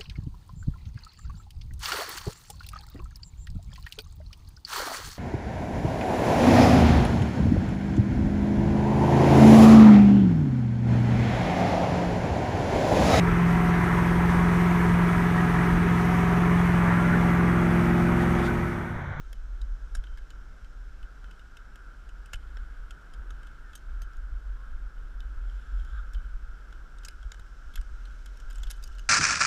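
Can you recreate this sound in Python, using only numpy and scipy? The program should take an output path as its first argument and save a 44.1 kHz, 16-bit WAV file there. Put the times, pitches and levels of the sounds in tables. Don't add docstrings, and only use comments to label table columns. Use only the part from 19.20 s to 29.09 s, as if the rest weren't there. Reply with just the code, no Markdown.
import sys
import numpy as np
from scipy import signal
from scipy.fft import rfft, irfft, next_fast_len
from scipy.io import wavfile
from scipy.ndimage import uniform_filter1d

SR = 44100
rng = np.random.default_rng(int(sys.argv[2]) if len(sys.argv) > 2 else 0)


def pcm_store(signal):
    levels = np.round(np.clip(np.atleast_2d(signal), -1, 1) * 32767)
    wavfile.write(sys.argv[1], SR, levels.astype(np.int16).T)


N = 436149
T = np.arange(N) / SR
LEAD_S = 0.003

# (time [s], pitch [Hz], rub level [dB], added whir [dB])
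RUB = [(6.15, 3030, -99, 2), (6.3, 3205, -76, 2.5), (6.68, 3350, -72.5, -2.5), (6.79, 3500, -67, 8.5),
       (6.85, 3580, -98, 1), (6.95, 3480, -100, -1)]
# (frequency [Hz], nominal width [Hz], relative level [dB])
HARDWARE = [(1530, 390, -0.5), (2178, 88, 12), (2604, 160, 14), (2996, 200, 13), (3240, 160, 5),
            (3660, 110, 9.5), (3950, 190, -0.5), (4960, 190, 1), (5510, 320, 4), (6460, 210, 2.5),
            (7060, 290, 2.5), (8320, 620, -0.5), (9630, 930, 0.5), (11700, 330, -14), (12400, 500, -6)]


def undb(db):
    return 10 ** (np.asarray(db) / 20)


def unit(x):
    return x / np.sqrt(np.mean(x ** 2))


def curves(table):
    time_s, *columns = np.transpose(table)
    return [np.interp(T, time_s, column) for column in columns]


def walk(rate_hz):
    step = int(SR / rate_hz)
    steps = np.repeat(rng.standard_normal(N // step + 1), step)
    smooth = uniform_filter1d(uniform_filter1d(steps, step), step)
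    return 1.39 * smooth[:N]


def colour(x, points):
    hz, db = np.transpose(points)
    size = next_fast_len(len(x))
    bin_hz = np.arange(size // 2 + 1) * SR / size
    gain = undb(np.interp(np.log(bin_hz + 1), np.log(hz), db))
    return irfft(rfft(x, size) * gain, size)[:len(x)]


def resonate(x, hz, width_hz):
    b, a = signal.iirpeak(hz, hz / width_hz, fs=SR)
    return signal.lfilter(b, a, x)


def band(x, lo_hz, hi_hz, order=2):
    sos = signal.butter(N=order, Wn=[lo_hz, hi_hz], btype="band", fs=SR, output="sos")
    return signal.sosfilt(sos, x)


def patter(rate_per_s, spread_db):
    hit = rng.random(N) < rate_per_s / SR
    sign = rng.choice([-1, 1], N)
    strength_db = spread_db * np.minimum(rng.exponential(size=N), 4)
    return hit * sign * undb(strength_db)


def rough_tone(hz, width_hz):
    low_pass = signal.butter(2, width_hz / 2, fs=SR, output="sos")
    slow = signal.sosfilt(low_pass, rng.standard_normal((2, N)))
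    phase = 2 * np.pi * np.cumsum(hz) / SR
    return unit(slow[0] * np.cos(phase) + slow[1] * np.sin(phase))


def singing(modes):
    return sum(undb(db) * rough_tone(np.full(N, hz), width_hz) for hz, width_hz, db in modes)


def struck_mode(hz, t60_s):
    age = np.arange(SR // 3) / SR
    return np.sin(2 * np.pi * hz * age) * undb(-60 * age / t60_s)


def add(out, start_s, sound):
    start = int(start_s * SR)
    out[start:start + len(sound)] += sound


def fade(start_s, attack_s, t60_s):
    out, age = np.zeros(N + 2 * SR), np.arange(SR) / SR
    add(out, start_s, (1 - np.exp(-age / attack_s)) * undb(-60 * age / t60_s))
    return out[:N]


def trolley(whir_db):
    strands = patter(rate_per_s=4500, spread_db=1.6)
    pressure_db = curves(RUB)[2]
    return trolley_body(strands) * undb(whir_db + pressure_db + 1.1 * walk(14))


def trolley_body(push):
    # (frequency [Hz], width per pass [Hz], relative level [dB])
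    whir_modes = [(1352, 240, 1.5), (1573, 248, -0.5)]
    body = 0
    for k, (hz, width_hz, db) in enumerate(whir_modes):
        once = resonate(push, hz, width_hz)
        body = body + (-1) ** k * undb(db) * resonate(once, hz, width_hz)
    return unit(body)


def cable(hiss_db):
    # (frequency [Hz], relative level [dB])
    hiss_spectrum = [(1120, -36), (1900, -23), (2050, 1.5), (2560, -2), (3180, 0.5), (3440, -2),
                     (4140, -5.5), (4840, -7.5), (5430, -10.5), (7370, -11), (9420, -15.5), (12200, -18.5),
                     (14300, -31)]
    grit = patter(rate_per_s=9000, spread_db=3.0)
    hiss = unit(colour(grit, [(900, -31)] + list(hiss_spectrum)))

    tremor = patter(rate_per_s=3200, spread_db=5.0)
    metal = unit(sum(undb(db) * resonate(tremor, hz, width_hz * 0.66) for hz, width_hz, db in HARDWARE))
    metal = unit(colour(metal, [(1500, 7.0), (2800, -8.0), (6500, -24), (9000, -16), (14000, -40)]))
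    friction = (undb(-2.5) * hiss + undb(-8.0) * metal) * undb(hiss_db + 0.5 * walk(10))
    return friction + cable_song() + flange_rub()


def cable_song():
    # (time [s], first set gain [dB], second set gain [dB])
    sing_levels = [(0, -77.5, -80), (1.2, -77.5, -85), (1.7, -77.5, -85), (3, -79, -94), (5.5, -81, -90),
                   (7.5, -78.5, -87.5), (8.6, -75, -82), (9.89, -74, -78.5)]
    # (frequency [Hz], width [Hz], relative level
    # [dB])
    first_set = [(5395, 890, 0), (7350, 1100, -6)]
    second_set = [(3630, 1300, 3.5), (6280, 670, 1.5), (8700, 550, -8.5)]
    first_db, second_db = curves(sing_levels)
    song = singing(first_set) * undb(first_db) + singing(second_set) * undb(second_db)
    top_note = rough_tone(np.full(N, 11300), width_hz=75)
    return song + top_note * undb(-97.5)


def flange_rub():
    # (frequency [Hz], width [Hz], relative level [dB])
    rub_modes = [(5280, 490, -6), (7200, 390, -7), (9750, 320, -15)]
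    full_db = -75.5
    rub_hz, rub_db, _ = curves(RUB)
    glide = rough_tone(rub_hz, width_hz=620) * undb(rub_db)
    return glide + singing(rub_modes) * undb(np.minimum(rub_db, full_db))


def hardware():
    # (time [s], level [dB], clack over ring [dB], ring pitch [Hz], chatter t60 [s],
    #          knock relative to level [dB], sparkle relative to clack [dB])
    clicks = [(.1288, -45.5, -1, 3180, 0.015, 0, -3.5), (0.4152, -49, 2, 3940, .014, -8, -13),
              (.75, -43.5, 8, 3640, 0.031, 1.5, -7.5), (.7689, -53, 3, 3190, 0.018, 3, -9),
              (0.8385, -56, -18, 3220, 0.02, 10.5, -10), (.87, -64, -18, 3050, .025, 5, -10),
              (0.972, -57.5, -0.5, 3300, 0.032, 10, -10), (.981, -60, -4, 3100, 0.038, 7, -7),
              (1.1038, -49.5, -2, 3000, 0.02, -7, -12), (1.444, -60, -8, 3180, .028, -3, -12),
              (1.8278, -58.5, -11, 2950, 0.026, 2, -4), (2.042, -59, -13, 3050, .022, 0, -12),
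              (2.1103, -53.5, -8, 2980, 0.019, -5, -9), (2.193, -59, -11, 2890, 0.022, 3, -8),
              (2.369, -47, -5.5, 2980, 0.015, -1, -10), (2.557, -52.5, -3, 2960, 0.019, 6, -5),
              (2.89, -56.5, -3, 3000, .028, -2, -11), (3.0585, -53.5, -2, 2560, 0.022, -6, -6),
              (3.131, -45, -1.5, 2900, 0.022, -1, -6), (3.1335, -37, -2.5, 2920, 0.022, 1.5, -12),
              (3.141, -46.5, -5, 2850, 0.028, 2, -7), (3.155, -53, -3, 2500, .02, 5, -7),
              (3.3695, -52.5, -6, 3300, 0.013, 12, -14), (3.707, -45.5, -4.5, 3000, 0.021, -2, -11),
              (3.936, -54.5, -2, 3180, 0.033, -1, -8), (4.105, -49.5, -2, 3520, 0.019, -3, -10),
              (4.2306, -59.5, -4, 3050, 0.024, -2, -8), (4.2688, -56, -6, 3300, .02, -2, -9),
              (4.532, -55, -7.5, 3340, 0.027, 4, -10), (4.553, -47, 7, 3100, 0.031, -0.5, -5),
              (4.575, -60, 4, 3060, .025, -6, -7), (4.818, -51.5, 6.5, 3020, .03, 4, -9),
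              (4.832, -59.5, -3, 3060, .02, -1, -1.5), (4.9322, -59, 0, 3300, 0.014, 9, -10),
              (4.9681, -61, 7, 3300, 0.016, -4, -8), (6.0042, -52.5, -13, 3690, .012, -10, -11),
              (6.2959, -60.5, -8, 3200, .02, -2, -12), (6.596, -59.5, -11, 3200, .028, -8, -9),
              (6.648, -60, 2, 3400, .02, -2, -9), (6.933, -56.5, 8, 3450, .034, 0, -9),
              (6.946, -53.5, -16, 3200, 0.02, 2, -10), (7.5255, -53.5, -7, 3370, 0.013, 10, -12),
              (7.784, -56.5, 2, 3700, 0.027, -2, -16), (7.834, -54, -5, 3100, 0.022, -2, -8),
              (7.848, -43.5, 8.5, 2620, .036, -4.5, -13), (7.859, -57, 18, 3100, 0.021, -6, -17),
              (7.8837, -36, 3.5, 2540, 0.012, -3, -9), (8.028, -57, -7, 3250, 0.03, 7, -15),
              (8.118, -38.5, 3, 3750, 0.012, 0, -20), (8.1434, -54.5, 1, 2980, .02, 9, -13),
              (8.195, -55.5, 0, 3930, .02, 9, -8), (8.5375, -56.5, -9, 3500, .035, -6, -5),
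              (8.5562, -39.5, -4, 3400, 0.023, -6, -9), (8.575, -54.5, -5, 3250, .04, 3, -9),
              (8.6123, -52, 1, 2640, 0.018, -2, -8), (8.853, -54, -9, 4150, .02, -4, -9),
              (9.059, -49, 2, 3305, 0.023, 0, -6), (9.172, -59, 12.5, 3300, .018, -1, -8),
              (9.2005, -54.5, 3, 2980, 0.026, 3, -10), (9.3, -53, 4, 2800, .014, -2, -7),
              (9.3059, -50.5, 5, 3220, .02, 2, -9), (9.329, -53, 3, 3500, .014, 0, -4),
              (9.356, -49.5, 5, 2570, .022, 0, -13), (9.3827, -47.5, 4, 3380, 0.0098, -2, -8),
              (9.4324, -41.5, -0.5, 3380, 0.024, -3, -13), (9.4687, -50.5, -8, 3250, .02, 0, -6),
              (9.4997, -50, 5, 3600, .02, 0, -5), (9.5035, -39.5, 4, 3730, 0.017, -1.5, -6),
              (9.5106, -40, 4.5, 3560, 0.025, -4, -11), (9.6256, -51, 1, 3700, .024, -2, -10),
              (9.638, -46, 12, 3740, 0.021, -4, -7), (9.674, -51, 5, 2830, 0.024, -6, -9),
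              (9.7165, -60, -6, 2740, .018, -4, -11), (9.7509, -61, 0, 4100, .022, -6, -7),
              (9.7837, -50, 2, 2960, 0.021, -1, -15), (9.7932, -46.5, -7, 2940, 0.016, 4, -7)]
    # (time [s], pitch [Hz], level [dB], t60 [s])
    pings = [(.75, 5416, -41, 0.035), (3.3705, 5400, -49.5, .018), (0.416, 3820, -48.5, .022),
             (.87, 3070, -52, 0.041), (3.144, 3020, -38, .03), (3.229, 3070, -59, .04),
             (5.779, 3000, -61, .04), (7.849, 6430, -42, 0.037), (8.557, 11400, -39, 0.017),
             (8.557, 3530, -41, .035), (9.5112, 11200, -35, 0.021), (9.638, 4780, -41.5, 0.033),
             (9.7935, 6400, -54, .065), (6.005, 3700, -50, .02), (9.434, 3400, -44, .028),
             (9.4695, 3270, -44, .032)]
    # (frequency [Hz], relative level [dB], t60 [s])
    carabiner_modes = [(3130, -5.5, 0.096), (6340, -0.5, 0.085), (8500, -8, 0.062), (12460, -2, 0.032)]
    # (time [s], level [dB])
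    carabiner_blows = [(4.554, -50), (4.818, -57)]
    # (time [s], pitch [Hz], level [dB], t60 [s])
    shivers = [(.88, 3080, -69, 0.64), (2.04, 3060, -69, 0.58), (6.94, 3030, -68, .8),
               (9.515, 11270, -69, .26)]
    # (start [s], length [s], touches per second [1/s], base level [dB])
    jingles = [(9.3, .48, 90, -64.5)]
    rebound_s, rebound_db = 0.016, -23.5

    out = np.zeros(N + SR)
    for time_s, db, *tone in clicks:
        add(out, time_s - LEAD_S, click(db, *tone))
        add(out, time_s + rebound_s * (0.5 + rng.random()), click(db + rebound_db, *tone))
    for time_s, hz, db, t60_s in pings:
        add(out, time_s, undb(db) * struck_mode(hz, t60_s))
    for time_s, db in carabiner_blows:
        for hz, mode_db, t60_s in carabiner_modes:
            add(out, time_s, undb(db + mode_db) * struck_mode(hz, t60_s))

    mix = out[:N]
    for time_s, hz, db, t60_s in shivers:
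        envelope = undb(db) * fade(time_s, attack_s=0.014, t60_s=t60_s)
        mix = mix + envelope * rough_tone(np.full(N, hz), width_hz=100)
    return mix + sum(jingle(*row) for row in jingles)


def click(db, bright_db, ring_hz, t60_s, knock_db, sparkle_db):
    t = np.arange(SR // 3) / SR - LEAD_S
    age = np.maximum(t, 0)
    lead_in = undb(-33.0 + 16 * np.minimum(t, 0) / LEAD_S) * (t < 0)
    decay = undb(-60 * age / max(t60_s, 0.005)) + undb(-39.0 - 60 * age / 0.35)
    envelope = lead_in + decay * (1 - np.exp(-age / 0.00025))

    grain = undb(3 * np.repeat(rng.standard_normal(len(t)), SR // 2000)[:len(t)])
    chatter, crack = rng.standard_normal((2, len(t))) * grain * envelope
    luck = rng.standard_normal(len(HARDWARE))
    modes = 0
    for k, (hz, width_hz, mode_db) in enumerate(HARDWARE):
        gain = (-1) ** k * undb(mode_db + 4.2 * luck[k])
        modes = modes + gain * resonate(chatter, hz, width_hz * 0.8)
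    sound = modes + undb(-5.0) * crack

    knock = unit(band(sound, 1370, 1690)) + undb(-8) * unit(band(crack, 490, 1320))
    ring_band = unit(band(sound, 2620, 3800))
    ring = unit(ring_band + undb(4.0) * unit(resonate(chatter, ring_hz, 160)))
    clack = unit(band(sound, 4190, 8140, order=5))
    sparkle = unit(band(sound, 9100, 14000))

    ring_db, clack_db = -bright_db / 2, bright_db / 2
    mix = undb(knock_db) * knock + undb(ring_db) * ring
    mix += undb(clack_db - 0.5) * clack + undb(clack_db + sparkle_db) * sparkle

    ring_on_hz = 3014 * (1 + 0.0088 * luck[0])
    ring_on = np.sin(2 * np.pi * ring_on_hz * age) * undb(-60 * age / 0.16)
    ring_on_db = -40.0 + 0.52 * (db + ring_db)
    return mix * undb(db) * np.sqrt(np.mean(envelope ** 2)) + ring_on * undb(ring_on_db)


def jingle(start_s, length_s, rate_per_s, db):
    out = np.zeros(N + SR)
    for when, strength, pitch, hardness, note in rng.random((int(length_s * rate_per_s), 5)):
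        time_s = start_s + length_s * when
        touch_db = db + 8 * strength ** 2
        touch = click(touch_db, bright_db=-9 + 13 * hardness, ring_hz=2600 + 2200 * pitch,
                      t60_s=0.014, knock_db=-5.0, sparkle_db=-11)
        add(out, time_s, touch)
        link_hz = 2800 * 2 ** (2 * note)
        add(out, time_s, undb(touch_db - 2) * struck_mode(link_hz, t60_s=0.037))
    return out[:N]


def jolts():
    # (time [s], rig thump level [dB], thump t60 [s], trolley ring level [dB])
    jolt_events = [(0.75, -50, 0.037, -39), (2.042, -57, 0.036, -45), (3.134, -44, 0.052, -38),
                   (3.37, -49, 0.045, -39), (4.107, -50, .03, -47), (4.818, -51.5, 0.067, -41),
                   (7.883, -53, 0.027, -48), (8.119, -64, 0.025, -52), (8.195, -49, 0.049, -53),
                   (8.576, -63, .035, -39), (9.504, -58, 0.045, -51)]
    # (frequency [Hz], relative level [dB])
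    thump_spectrum = [(40, -1), (100, 7.5), (170, 3), (300, -31), (450, -6.5), (700, -2.5), (950, -27),
                      (2000, -38)]
    bounce_hz, bounce_t60_s, bounce_db = 79.6, 0.32, 2.5
    force, shake, bounce = np.zeros((3, N))
    for time_s, thump_db, t60_s, ring_db in jolt_events:
        force += undb(thump_db) * fade(time_s, attack_s=0.001, t60_s=t60_s)
        shake += undb(ring_db) * fade(time_s, attack_s=0.00051, t60_s=0.026)
        envelope = undb(thump_db + bounce_db) * fade(time_s, attack_s=0.0061, t60_s=bounce_t60_s)
        bounce += envelope * np.sin(2 * np.pi * bounce_hz * (T - time_s))
    thump = unit(colour(rng.standard_normal(N), thump_spectrum))
    return force * thump + bounce + shake * trolley_body(rng.standard_normal(N))


def whistles():
    # (start [s], length [s], nominal start pitch [Hz], nominal end pitch [Hz], peak level [dB])
    whistle_events = [(4.414, 0.164, 1813, 1730, -61.5), (5.331, 0.175, 1012, 1133, -61.5)]
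    out = 0
    for start_s, length_s, start_hz, end_hz, db in whistle_events:
        progress = np.clip((T - start_s) / length_s, 0, 1)
        glide_hz = start_hz + (end_hz - start_hz) * progress
        hz = glide_hz * (1 + 0.01407 * walk(90))
        out = out + undb(db) * np.sin(np.pi * progress) * np.sin(2 * np.pi * np.cumsum(hz) / SR)
    return out


def wind():
    # (time [s], level before gain and flutter [dB])
    airflow = [(0.0, -41), (0.69, -40.5), (1.18, -46), (1.71, -44), (1.98, -47.5), (2.61, -51),
               (3.55, -42.5), (3.94, -45.5), (7.02, -38), (7.35, -47), (7.85, -44.5), (8.07, -49),
               (9.31, -41.5), (9.89, -43)]
    # (peak time [s], level [dB])
    buffets = [(0.441, -28), (.52, -26), (0.789, -27), (.92, -31.5), (1.83, -35), (3.16, -36),
               (3.41, -30.5), (4.0, -31.5), (4.699, -33.5), (4.98, -33), (5.147, -26.5), (5.27, -35),
               (5.56, -32.5), (5.65, -36), (6.17, -33), (6.55, -30.5), (6.97, -28.5), (7.15, -31),
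               (8.07, -34), (8.48, -35), (8.593, -27.5), (8.73, -34), (9.27, -34.5), (9.46, -38)]
    # (frequency [Hz], relative level [dB])
    eddy_spectrum = [(12, -16.5), (22, 0), (32, -2.5), (42, 2), (50, -2.5), (62, -13), (75, -20.5),
                     (100, -26), (140, -61), (300, -86)]
    rush_spectrum = [(110, 2), (170, -2.5), (250, -5.5), (450, -9.5), (800, -13), (1100, -12),
                     (1700, -12.5), (2400, -28), (8000, -42.5)]
    airflow_gain_db, flutter_db, flutter_hz = 3.5, 3, 22
    buffet_s = 0.027

    flow_db, = curves(airflow)
    flow = undb(flow_db + airflow_gain_db + flutter_db * walk(flutter_hz))
    swells = sum(undb(db) * np.exp(-((T - peak_s) / buffet_s) ** 2) for peak_s, db in buffets)
    gust = np.hypot(flow, swells)

    eddies = colour(rng.standard_normal(N), eddy_spectrum)
    eddies /= np.sqrt(uniform_filter1d(eddies ** 2, size=3000))
    buffeting = colour(eddies * gust, [(10, 0.5), (25, 0), (50, 2.0), (70, -4.0), (150, -10.5)])

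    rush = unit(colour(rng.standard_normal(N), rush_spectrum))
    rush_db = -58.5 + 0.15 * (flow_db - flow_db.mean()) + 0.67 * walk(4.6)
    return buffeting + rush * undb(rush_db)


def scene():
    # (time [s], whir level [dB], cable hiss level before gain [dB])
    ride = [(0.0, -64, -73), (4.02, -59, -70.5), (5.87, -60, -72), (6.2, -61, -71), (6.64, -55.5, -69.5),
            (7.1, -57, -71), (8.29, -58, -71.5), (9.28, -58, -69.5), (9.5, -57.5, -71), (9.89, -60, -72)]
    whir_db, hiss_db = curves(ride)
    rolling = trolley(whir_db) + cable(hiss_db + 2)
    return (rolling + hardware() + jolts() + whistles() + wind())[None]


def record(dry):
    low_pass = signal.ellip(8, 0.2, 70, 15200, fs=SR, output="sos")
    return signal.sosfilt(low_pass, dry)


dry = scene()
out = record(dry)
pcm_store(out)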